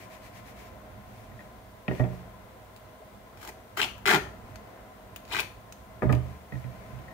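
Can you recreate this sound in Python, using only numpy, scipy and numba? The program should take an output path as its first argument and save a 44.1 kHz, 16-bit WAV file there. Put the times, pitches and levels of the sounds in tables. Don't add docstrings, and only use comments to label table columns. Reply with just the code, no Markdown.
import sys
import numpy as np
from scipy import signal
from scipy.fft import rfft, irfft, next_fast_len
from scipy.io import wavfile
from scipy.ndimage import uniform_filter1d
from numba import njit

SR = 44100
rng = np.random.default_rng(int(sys.argv[2]) if len(sys.argv) > 2 else 0)


def bounce(signal):
    frames = np.transpose(np.atleast_2d(signal))
    limited = np.clip(frames, -1, 1)
    pcm = np.round(limited * 32767).astype(np.int16)
    wavfile.write(sys.argv[1], SR, pcm)


def volts_from_decibels(level):
    exponent = np.asarray(level, float) / 20
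    return 10 ** exponent


N = 314433
PAD = next_fast_len(N + SR)
HZ = np.arange(PAD // 2 + 1) * SR / PAD + 1e-3

# time [s], level [dB], free tape resonance [Hz].
PEEL = [
    [(3.36, -96, 1100), (3.37, -56, 1190), (3.436, -40, 1470), (3.47, -44, 1540), (3.492, -36.5, 1900),
     (3.53, -74, 1500)],
    [(3.765, -48, 1620), (3.773, -22, 1560), (3.8, -31.5, 1590), (3.82, -36, 2610), (3.86, -37, 2400),
     (3.92, -48, 2280)],
    [(4.056, -33, 1690), (4.074, -35, 1630), (4.114, -25, 1670), (4.145, -20.5, 1510), (4.165, -26, 1460),
     (4.19, -36, 1360)],
    [(5.24, -64, 1120), (5.31, -38, 2250), (5.326, -30, 2900), (5.36, -32, 2000), (5.396, -25, 2350),
     (5.45, -42, 2120)],
]
# pull on the roll at the start [dB], at the end [dB], sizzle [dB],
# brightness of its slips [dB].
GRIP = [
    (-8, 1, 1.5, 27.5),
    (-11, -2.5, 0.5, -10),
    (-8.5, 4.5, -10, 8),
    (-11, -6.5, -10, -17),
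]
# frequency [Hz], density [dB per Hz].
TAPE_COLOUR = [(300, -20), (800, -28), (1150, 0), (1500, -1.5), (2300, -1), (3200, -6.5), (4500, -11),
               (8000, -20.5), (10800, -28), (13800, -19), (16000, -19)]
# frequency [Hz], width [Hz], level [dB].
TAPE_MODES = [
    [(1050, 90, 9), (1900, 90, -3)],
    [(1430, 82, 3), (2360, 52, 15), (2660, 70, 17.5), (3180, 67, 20)],
    [(1430, 38, 28), (1650, 100, 15), (2140, 70, 8), (2280, 55, 5)],
    [(1030, 65, 18), (2300, 63, 9), (2390, 70, 6), (3124, 68, 9)],
]
# frequency [Hz], width [Hz], level [dB].
ROLL_MODES = [(248, 56, -23), (377, 80, -1), (513, 99, -5), (786, 293, -5), (1058, 170, -6)]
# frequency [Hz], width [Hz], level [dB].
GRIP_MODES = [(126, 42, -5.5), (159, 38, 2.5), (206, 95, -4.5)]
# time [s], peak [dB], pitch [Hz].
LIFT_SLIPS = [(3.372, -44, 1044), (3.413, -42, 1920), (3.4277, -39, 1230), (3.4485, -36.5, 1050),
              (3.453, -51, 2600), (3.4743, -33, 1910), (3.488, -34.5, 1930)]
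# time [s], peak [dB], pitch [Hz].
FIRST_SLIPS = [(3.7712, -36, 1360), (3.785, -28, 935), (3.7918, -21.5, 1290), (3.7957, -21, 1430),
               (3.7994, -16, 1430), (3.8015, -23, 1980), (3.8055, -26, 1570), (3.8147, -11.5, 2680),
               (3.819, -21, 3000), (3.826, -13, 2250), (3.8303, -16, 2680), (3.8357, -31, 2330),
               (3.8398, -16, 2340), (3.8433, -20.5, 3050), (3.8518, -30, 2370), (3.858, -30, 2330)]
# time [s], peak [dB], pitch [Hz].
LONG_SLIPS = [(4.0554, -14, 1430), (4.0612, -13.5, 2060), (4.0694, -20, 2010), (4.072, -15, 1360),
              (4.075, -9, 1520), (4.0813, -11, 1350), (4.086, -17, 1530), (4.091, -12.5, 1350),
              (4.0955, -15.5, 1370), (4.1004, -10.5, 1650), (4.1054, -14, 1730), (4.1098, -11, 1620),
              (4.1143, -12, 1520), (4.1209, -19, 1420), (4.126, -16, 1360), (4.1294, -17, 2110),
              (4.1348, -15.5, 2120), (4.1445, -11, 1260), (4.149, -16, 1770), (4.157, -16.5, 1540),
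              (4.161, -23, 2250), (4.1655, -42, 1440)]
# time [s], peak [dB], pitch [Hz].
TEAR_SLIPS = [(5.2985, -42, 1110), (5.3033, -38, 3660), (5.312, -34, 2390), (5.3172, -35, 900),
              (5.3216, -25, 2830), (5.326, -24, 2540), (5.33, -24, 3000), (5.333, -24.5, 3480),
              (5.337, -24, 2240), (5.3461, -19.5, 1370), (5.3493, -27, 1350), (5.355, -20.5, 1900),
              (5.3596, -37, 1960), (5.3653, -17, 1130), (5.3685, -37, 2140), (5.374, -23, 2400),
              (5.377, -29, 1930), (5.3867, -20, 2410), (5.389, -27.5, 1540), (5.3945, -19.5, 2480),
              (5.4019, -21, 2440), (5.405, -34, 2400)]
# time [s], level [dB], pitch [Hz].
DRUM = [
    [(3.792, -33, 401.3), (3.812, -37.5, 403)],
    [(4.06, -34, 414), (4.072, -30.5, 410), (4.098, -31, 396), (4.162, -30.5, 408.6), (4.19, -35, 390)],
]
# time [s], peak [dB], brightness [dB].
TICKS = [(2.763, -49, 11), (2.774, -41, -8), (3.9805, -61, 20), (4.4935, -49, -15), (4.558, -29.5, -26),
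         (4.6733, -46, -8), (5.2522, -34, -20), (5.279, -53, 9), (5.288, -58, 15), (5.297, -58, 14),
         (5.1613, -33, 5.5), (5.1695, -54, 0), (5.326, -33, -10), (5.398, -25, -3), (5.403, -14.5, -5),
         (5.7242, -31.5, 0.5), (6.125, -35.5, 6), (6.128, -45, -12), (6.13, -33, -18), (6.15, -29.5, -19)]
# time [s], knock [dB], bench boom [dB], plastic ring [dB],
# corner clack [dB].
HARD = [(1.317, -44.5, -41, -63, -62), (1.392, -44, -59, -52, -58), (1.407, -53, -63, -54, -51),
        (1.882, -20, -19, -42, -29), (1.911, -26, -41, -41.5, -38), (1.951, -37, -48, -62, -40),
        (1.98, -61, -48, -50, -60), (1.997, -20.5, -12.5, -45, -35), (2.04, -23.5, -27, -55, -42),
        (2.005, -31, -33, -42.5, -48), (2.129, -37, -43, -68, -57), (6.129, -24, -13, -50, -31.5),
        (6.142, -46, -35, -65, -37), (6.16, -52, -43, -65, -70), (6.523, -37, -29, -43, -45.5),
        (6.537, -43, -22.5, -51, -54), (6.555, -41.5, -34, -52, -62), (6.643, -37, -28, -55, -46),
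        (6.928, -61, -28.5, -72, -67), (6.99, -42.5, -40.5, -67, -48), (7.082, -53, -60, -50, -73),
        (7.108, -67, -57, -48, -73)]
# time [s], knock [dB], bench boom [dB], plastic ring [dB],
# edge clack [dB].
SOFT = [
    (6.021, -21, -33, -56, -46),
    (6.029, -21.5, -17.5, -60, -55),
    (6.048, -33, -5.5, -62, -63),
    (6.0933, -23.5, -15.5, -40, -42),
    (6.098, -26, -30, -50, -48),
    (6.102, -25.5, -14.5, -56, -55),
]
# frequency [Hz], level [dB], t60 [s], left-right difference [dB].
BOOM = [(50.1, -24.5, 0.7, 6), (75.3, -16, 0.65, 4), (113, -25, 0.083, 10), (124, -0.5, 0.3, -13),
        (132.6, -5, 0.19, -22.5), (179.2, -10.5, 1, 4), (179.7, -9, 0.2, -23.5), (252, -14, 0.2, -17)]
# frequency [Hz], level [dB], t60 [s], left-right difference [dB].
FAR_BOOM = [(71, -16, 0.15, 7), (99, -18, 0.14, -8), (167, -25, 0.2, 4)]
# frequency [Hz], level [dB], t60 [s], left-right difference [dB].
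BODY = [(310, -12, .1, 1), (381, 7, 0.11, -2), (617.6, 9, 0.11, 5), (738, 7.5, 0.055, 3),
        (970, 3, 0.081, -2), (1190, 2, 0.035, 9), (1350, -3, 0.015, -17), (2800, -17, 0.047, 7),
        (3150, -31, 0.0083, -15.5)]
# frequency [Hz], level [dB], t60 [s], left-right difference [dB].
RING = [(1860, 5, 0.032, -4), (1843, -3.5, 0.1, 3), (1930, -7, 0.021, 5), (2100, -12, 0.038, 12)]
# frequency [Hz], level [dB], t60 [s], left-right difference [dB].
CORE = [(402, -8, 0.09, 6), (970, -12, 0.027, 0), (1220, -8, 0.047, -2), (1690, -8, 0.015, 0),
        (2250, -16, 0.0096, -2)]
# frequency [Hz], density [dB per Hz].
THUD = [(60, -27), (150, -3), (300, 0.5), (550, -3.5), (1000, -15.5), (1500, -24), (2000, -21.5),
        (2800, -38), (4500, -46), (9000, -53)]
# frequency [Hz], density [dB per Hz].
SKIN = [(900, -20), (1700, 7.5), (2300, 9.5), (3000, 1.5), (4000, 0), (6000, -1), (9000, -6.5), (13000, -6),
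        (16000, -7)]
# time [s], level [dB], length [s].
SHUFFLES = [(0.67, -58, 0.069), (1.185, -61.5, 0.29), (1.42, -63.5, 0.16), (4.506, -65.5, 0.2),
            (6.57, -65, 0.14), (1.93, -61, 0.08), (1.983, -54.5, 0.11), (2.14, -60, 0.25),
            (6.288, -62.5, 0.24), (6.852, -62.5, 0.97)]
# time [s], whirr level [dB].
DRONE = [(0, -50.5), (.9, -50), (1.7, -52.5), (2.2, -51), (2.6, -52), (3.2, -52.5), (3.7, -52.5),
         (4.3, -49), (4.7, -51), (5.8, -52), (6.3, -50.5), (6.5, -52.5), (6.8, -49.5), (7.13, -48)]
# frequency [Hz], density [dB per Hz].
RUMBLE = [(15, -45), (25, -10), (54, -0.5), (66, 2), (76, -17.5), (92, -1), (113, -0.5), (135, -7),
          (161, -16), (198, -3), (300, -22), (390, -18), (660, -120)]
# frequency [Hz], density [dB per Hz].
WHIRR = [(150, -33.5), (250, -2.5), (351, -6.5), (530, -1.5), (558, -12), (640, 1), (909, -7.5), (1040, -3),
         (1140, -11.5), (1320, -9), (5000, -33), (6500, -33), (11000, -120)]
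# frequency [Hz], width [Hz], level [dB].
WHIRR_PEAKS = [(534.5, 4.4, 1), (622.7, 31, 7), (750.4, 22, -2), (780, 32, -1), (1024, 52, -5.5),
               (2032, 82, 7)]
# frequency [Hz], t60 [s].
ROOM_T60 = [(100, 0.59), (500, 0.53), (2000, 0.34), (4000, 0.36), (8000, 0.37), (14000, 0.28)]
# frequency [Hz], correlation [-1 to 1].
LIKENESS = [(60, 0.93), (180, 1), (550, 0.59), (1650, 0.075), (4970, -0.12), (15000, 0.33)]
# frequency [Hz], left-right difference [dB].
PORTS = [(60, -3.5), (110, -5), (200, -2), (380, 1), (700, -1), (1290, 5), (2380, 8.5), (4400, -2.5),
         (8120, 3.5), (15000, -2)]
# frequency [Hz], density [dB per Hz].
HISS = [(1470, -1), (2500, -1.5), (3160, -0.5), (3360, 0.5), (4990, -5.5), (7080, -6), (12200, -6.5),
        (14700, -3), (16000, -1.5)]

SLIP_GAIN_DB, TWANG_WIDTH_HZ, BRIGHT_GROWS = 3, 430, 0.28
HANDS_LAG = 26
SQUEAK_S, SQUEAK_LENGTH_S, SQUEAK_FROM_HZ, SQUEAK_TO_HZ, SQUEAK_DB = 3, 0.0386, 300, 900, -47.5
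CLACK_LEADS_S, CONTACT_MS, CONTACT_GROWS = 0.0014, 1.66, 0.21
RING_SCATTER_DB, BOOM_SCATTER_DB = 1.5, 2.0
STROKE_COUNT, STROKE_FIRST_S, STROKE_EVERY_S, STROKE_LENGTH_S = 6, 0.025, 0.1155, 0.096
STROKE_DB, STROKE_TIRES_DB = -52.5, -0.25
RUMBLE_DB, RUMBLE_FOLLOWS = -51.5, 1.55
ROOM_BASS_CUT_HZ = 450
HISS_DB = -65.5


def rms_one(x):
    return x / np.sqrt(np.mean(x ** 2) + 1e-20)


def at_hz(points, hz):
    points = np.array(points)
    return np.interp(np.log(hz), np.log(points[:, 0]), points[:, 1])


def in_time(rows, rest):
    s, *columns = np.transpose(rows)
    return [np.interp(np.arange(N) / SR, s, c, r, r) for c, r in zip(columns, rest)]


def coloured(x, spectrum):
    hz = np.arange(4097) * SR / 8192 + 1e-3
    cepstrum = irfft(np.log(volts_from_decibels(at_hz(spectrum, hz))))
    cepstrum[1:4096] *= 2
    cepstrum[4097:] = 0
    response = irfft(np.exp(rfft(cepstrum)))
    return signal.oaconvolve(np.atleast_2d(x), response[None], axes=1)[:, :N]


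def resonate(x, modes):
    out = 0
    for k, (hz, width, level_db) in enumerate(modes):
        r = np.exp(-np.pi * width / SR)
        zeros = [(1 - r * r) / 2, 0, (r * r - 1) / 2]
        poles = [1, -2 * r * np.cos(2 * np.pi * hz / SR), r * r]
        out = out + (-1) ** k * volts_from_decibels(level_db) * signal.lfilter(zeros, poles, x + 1e-18)
    return out


@njit
def gliding(x, hz, r, rate):
    out = np.zeros(len(x))
    for i in range(2, len(x)):
        push = (1 - r * r) / 2 * (x[i] - x[i - 2])
        swing = 2 * r * np.cos(2 * np.pi * hz[i] / rate) * out[i - 1]
        out[i] = push + swing - r * r * out[i - 2]
    return out


def diffuse(length):
    mid, side = rfft(rng.standard_normal((2, length)), PAD)
    alike = np.clip(at_hz(LIKENESS, HZ), -1, 1)
    shared = np.sqrt((1 + alike) / 2) * mid
    opposed = np.sqrt((1 - alike) / 2) * side * [[1], [-1]]
    return irfft(shared + opposed, PAD)[:, :length]


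def drift(rate):
    knots = rng.standard_normal(int(N / SR * 200) + 2)[:int(N / SR * rate) + 2]
    return np.interp(np.arange(N) / SR * rate, np.arange(len(knots)), knots)


def bursts(times, levels_db, decay_s):
    jumps = np.zeros(N)
    jumps[np.round(np.multiply(times, SR)).astype(int)] = volts_from_decibels(np.asarray(levels_db))
    return signal.lfilter([1], [1, -np.exp(-1 / (decay_s * SR))], jumps + 1e-18)


def tape():
    level, pull, centre_hz, sizzle = np.zeros((4, N))
    for rip, (first_db, last_db, sizzle_db, _) in zip(PEEL, GRIP):
        level_db, rip_hz = in_time(rip, rest=(-200, 0))
        pull_db, = in_time([(rip[0][0], first_db), (rip[-1][0], last_db)], rest=[0])
        level += volts_from_decibels(level_db)
        pull += volts_from_decibels(level_db + pull_db)
        centre_hz += rip_hz
        sizzle += volts_from_decibels(level_db + sizzle_db)
    s, peak_db, slip_hz = slip_list()
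    rip_ends = [rip[-1][0] for rip in PEEL]
    slip_rip = np.searchsorted(rip_ends, s)
    bright_db = np.array(GRIP)[slip_rip, -1] + BRIGHT_GROWS * (peak_db + 13)
    s = s + 0.000956

    snaps = glue_grains(per_s=10000, spread_db=1.0, shared=0.8)
    creep = snaps * volts_from_decibels(-3.0) * level * volts_from_decibels(0.55 * drift(150))
    jerk = bursts(s, peak_db - 3.0, decay_s=0.00009) * [[1], [0.7]]
    slips = jerk + snaps * bursts(s, peak_db - 9.0, decay_s=0.0017)
    drive = creep + slips

    latest = np.clip(np.searchsorted(s * SR, np.arange(N)) - 1, 0, None)
    membrane_r, twang_r = np.exp(-np.pi * 600 / SR), np.exp(-np.pi * TWANG_WIDTH_HZ / SR)
    membrane = np.array([gliding(v, centre_hz, membrane_r, SR) for v in creep])
    twang = np.array([gliding(v, slip_hz[latest], twang_r, SR) for v in slips])
    narrow = signal.butter(4, 1050, "high", fs=SR, output="sos")
    strip = signal.sosfilt(narrow, volts_from_decibels(-38.0) * membrane + volts_from_decibels(13.5) * twang)

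    during = np.searchsorted(rip_ends[:-1], np.arange(N) / SR)
    rung = sum(resonate(drive * (during == k), modes) for k, modes in enumerate(TAPE_MODES))
    sheet = volts_from_decibels(1.5) * coloured(drive, TAPE_COLOUR) + volts_from_decibels(-13.5) * rung

    fine_level = volts_from_decibels(-8.0) * sizzle + bursts(s, peak_db + bright_db - 26.5, decay_s=0.0027)
    fine = glue_grains(per_s=17000, spread_db=-2.5, shared=0.38) * fine_level
    crack = coloured(fine, [(2000, -32), (5000, -5.0), (10500, -11), (14000, -8.5), (16000, -8)])

    pull_share = pull / (level + 1e-9)
    tug = drive.mean(axis=0) * pull_share
    roll = volts_from_decibels(14.5) * resonate(tug, ROLL_MODES) + volts_from_decibels(15.5) * resonate(tug * pull_share, GRIP_MODES)
    left, right = sheet + strip + crack
    return np.array([left, np.roll(right, HANDS_LAG)]) + roll


def glue_grains(per_s, spread_db, shared):
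    sizes = volts_from_decibels(spread_db * np.minimum(rng.exponential(1, N), 3))
    sizes = sizes * (rng.random(N) < per_s / SR)
    signs = rng.choice([-1, 1], (3, N))
    return rms_one(sizes * (shared * signs[0] + signs[1:]))


def slip_list():
    s, peak_db, hz = np.transpose(LIFT_SLIPS + FIRST_SLIPS + LONG_SLIPS + TEAR_SLIPS)
    return s, peak_db + SLIP_GAIN_DB, hz


def drumming():
    out = np.zeros(N)
    for tug in DRUM:
        level_db, hz = in_time(tug, rest=(-200, 400))
        fade = uniform_filter1d(volts_from_decibels(level_db + 1.0 + 1.7 * drift(90)), size=200)
        wavering_hz = hz * (1 + 0.03 * drift(120))
        out += fade * np.sin(2 * np.pi * np.cumsum(wavering_hz) / SR)
    return out


def squeak():
    age = np.clip((np.arange(N) / SR - SQUEAK_S) / SQUEAK_LENGTH_S, 0, 1)
    hz = SQUEAK_FROM_HZ + (SQUEAK_TO_HZ - SQUEAK_FROM_HZ) * age
    phase = 2 * np.pi * np.cumsum(hz) / SR
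    return volts_from_decibels(SQUEAK_DB + 2.0 * drift(112)) * np.sin(np.pi * age) * np.sin(phase)


def ticks():
    s, peak_db, bright_db = np.transpose(TICKS)
    dull = rng.standard_normal((2, N)) * bursts(s, peak_db - 8.5, decay_s=0.00037)
    bright = rng.standard_normal((2, N)) * bursts(s, peak_db + bright_db + 0.5, decay_s=0.00068)
    return (coloured(dull, [(500, -30), (1500, 7), (2500, 4.5), (5000, 6.5), (9000, -5.5)])
            + coloured(bright, [(4000, -2.5), (9000, -7.0), (13500, -8.0), (16000, 1.0)]))


def knocks():
    s, knock_db, boom_db, ring_db, clack_db = np.transpose(HARD + SOFT)
    hard = np.arange(len(s)) < len(HARD)
    soft_knock_db, soft_boom_db = np.where(hard, -200, knock_db), np.where(hard, -200, boom_db)
    core = strike(soft_knock_db, CORE, scatter_db=2.0, rough=0.59, slower=0.04)
    far = strike(soft_boom_db, FAR_BOOM, BOOM_SCATTER_DB, rough=0.05, slower=1.0)
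    boom = strike(boom_db - 4.0, BOOM, BOOM_SCATTER_DB, rough=0.061, slower=0.37)
    body = strike(knock_db - 16.5, BODY, scatter_db=3.5, rough=2.5, slower=0.15)
    ring = strike(ring_db + 4.0, RING, RING_SCATTER_DB, rough=0.18, slower=0.021)
    thud = coloured(diffuse(N) * bursts(s, knock_db + 8.5, decay_s=0.02), THUD)
    corner = diffuse(N) * bursts(s - CLACK_LEADS_S, clack_db + 7.5, decay_s=0.0011)
    clack = coloured(corner, [(500, -15), (1300, 1), (3000, 3.5), (4200, -15.5), (9000, -40)])
    return far + core + boom + body + thud + clack + ring


def strike(levels_db, modes, scatter_db, rough, slower):
    hz, level_db, t60, pan_db = np.transpose(modes)
    scatter = scatter_db * rng.standard_normal((len(levels_db), len(modes)))
    strength = volts_from_decibels(levels_db[:, None] + level_db + scatter)
    push = np.full((len(modes), N + 1500), 1e-18)
    for (s, knock_db, boom_db, *_), each in zip(HARD + SOFT, strength):
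        contact_ms = max(CONTACT_MS * volts_from_decibels(CONTACT_GROWS * (boom_db - knock_db)), 0.3)
        age = np.arange(1500) / (contact_ms * slower * SR / 1000)
        shape = age * np.exp(-age)
        start = round(s * SR)
        push[:, start:start + 1500] += each[:, None] * shape / shape.sum()
    push = push[:, :N] * (1 + rough * rng.standard_normal(N))
    r, w = volts_from_decibels(-60 / (t60 * SR)), 2 * np.pi * hz / SR
    rings = [signal.lfilter([0, np.sin(w[k])], [1, -2 * r[k] * np.cos(w[k]), r[k] ** 2], v)
             for k, v in enumerate(push)]
    pan = volts_from_decibels(np.outer([0.5, -0.5], pan_db)) * (-1) ** np.arange(len(modes))
    return pan @ np.array(rings)


def rubbing():
    t = np.arange(N) / SR
    strokes = [(STROKE_FIRST_S + k * STROKE_EVERY_S, STROKE_DB + k * STROKE_TIRES_DB, STROKE_LENGTH_S)
               for k in range(STROKE_COUNT)]
    swell = np.zeros(N)
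    for s, level_db, length_s in strokes + SHUFFLES:
        swell += volts_from_decibels(level_db) * np.exp(-(2.38 * (t - s) / length_s) ** 2)
    return swell * rms_one(coloured(diffuse(N), SKIN))


def drone():
    whirr_db, = in_time(DRONE, rest=[None])
    rumble_db = RUMBLE_DB + RUMBLE_FOLLOWS * (whirr_db - whirr_db.mean())
    lumps_db, flutter_db = 1.5 * drift(7), 0.6 * drift(9)
    air = coloured(diffuse(N), WHIRR)
    whirr = rms_one(air + volts_from_decibels(2.5) * resonate(air, WHIRR_PEAKS)) * volts_from_decibels(whirr_db + flutter_db)
    rumble = rms_one(coloured(diffuse(N), RUMBLE)) * volts_from_decibels(rumble_db + lumps_db)
    return rumble + whirr


def room(x, early_db, late_db):
    t = np.arange(SR // 2) / SR
    edges_hz = 60 * 2 ** np.arange(0, 8.6, 0.5)
    noise, tail = diffuse(SR // 2), 0
    for low, high in zip(edges_hz, edges_hz[1:]):
        band = signal.sosfilt(signal.butter(2, [low, high], "band", fs=SR, output="sos"), noise)
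        tail = tail + band * volts_from_decibels(-60 * t / at_hz(ROOM_T60, np.sqrt(low * high)))
    late = volts_from_decibels(late_db) * tail * (1 - np.exp(-t / 0.00059))
    early = volts_from_decibels(early_db) * diffuse(SR // 2) * np.exp(-t / 0.0065)
    answer = signal.lfilter(*signal.butter(1, ROOM_BASS_CUT_HZ, "high", fs=SR), late + early)
    answer[:, 0] += 1
    return signal.oaconvolve(x * np.ones((2, 1)), answer, axes=1)[:, :N]


def scene():
    hands = room(tape() + squeak(), early_db=-23.0, late_db=-29)
    bench = room(knocks(), early_db=-22.5, late_db=-28.5)
    nails = room(ticks(), early_db=-20.0, late_db=-26)
    return hands + bench + nails + drumming() + rubbing() + drone()


def low_pass(x):
    return signal.sosfilt(signal.butter(12, 16660, fs=SR, output="sos"), x)


def record(dry):
    ports = [coloured(v, [(hz, side * db / 2) for hz, db in PORTS])[0] for v, side in zip(dry, (1, -1))]
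    hiss_level = volts_from_decibels(HISS_DB + 5.5) * volts_from_decibels(np.array([[-1], [1]]))
    hiss = hiss_level * rms_one(coloured(rng.standard_normal((2, N)), HISS))
    mix = signal.sosfilt(signal.butter(3, 42, "high", fs=SR, output="sos"), np.array(ports) + hiss)
    mix = signal.sosfilt(signal.cheby2(18, 45, 15950, fs=SR, output="sos"), mix)
    return low_pass(mix)


dry = scene()
out = record(dry)
bounce(out)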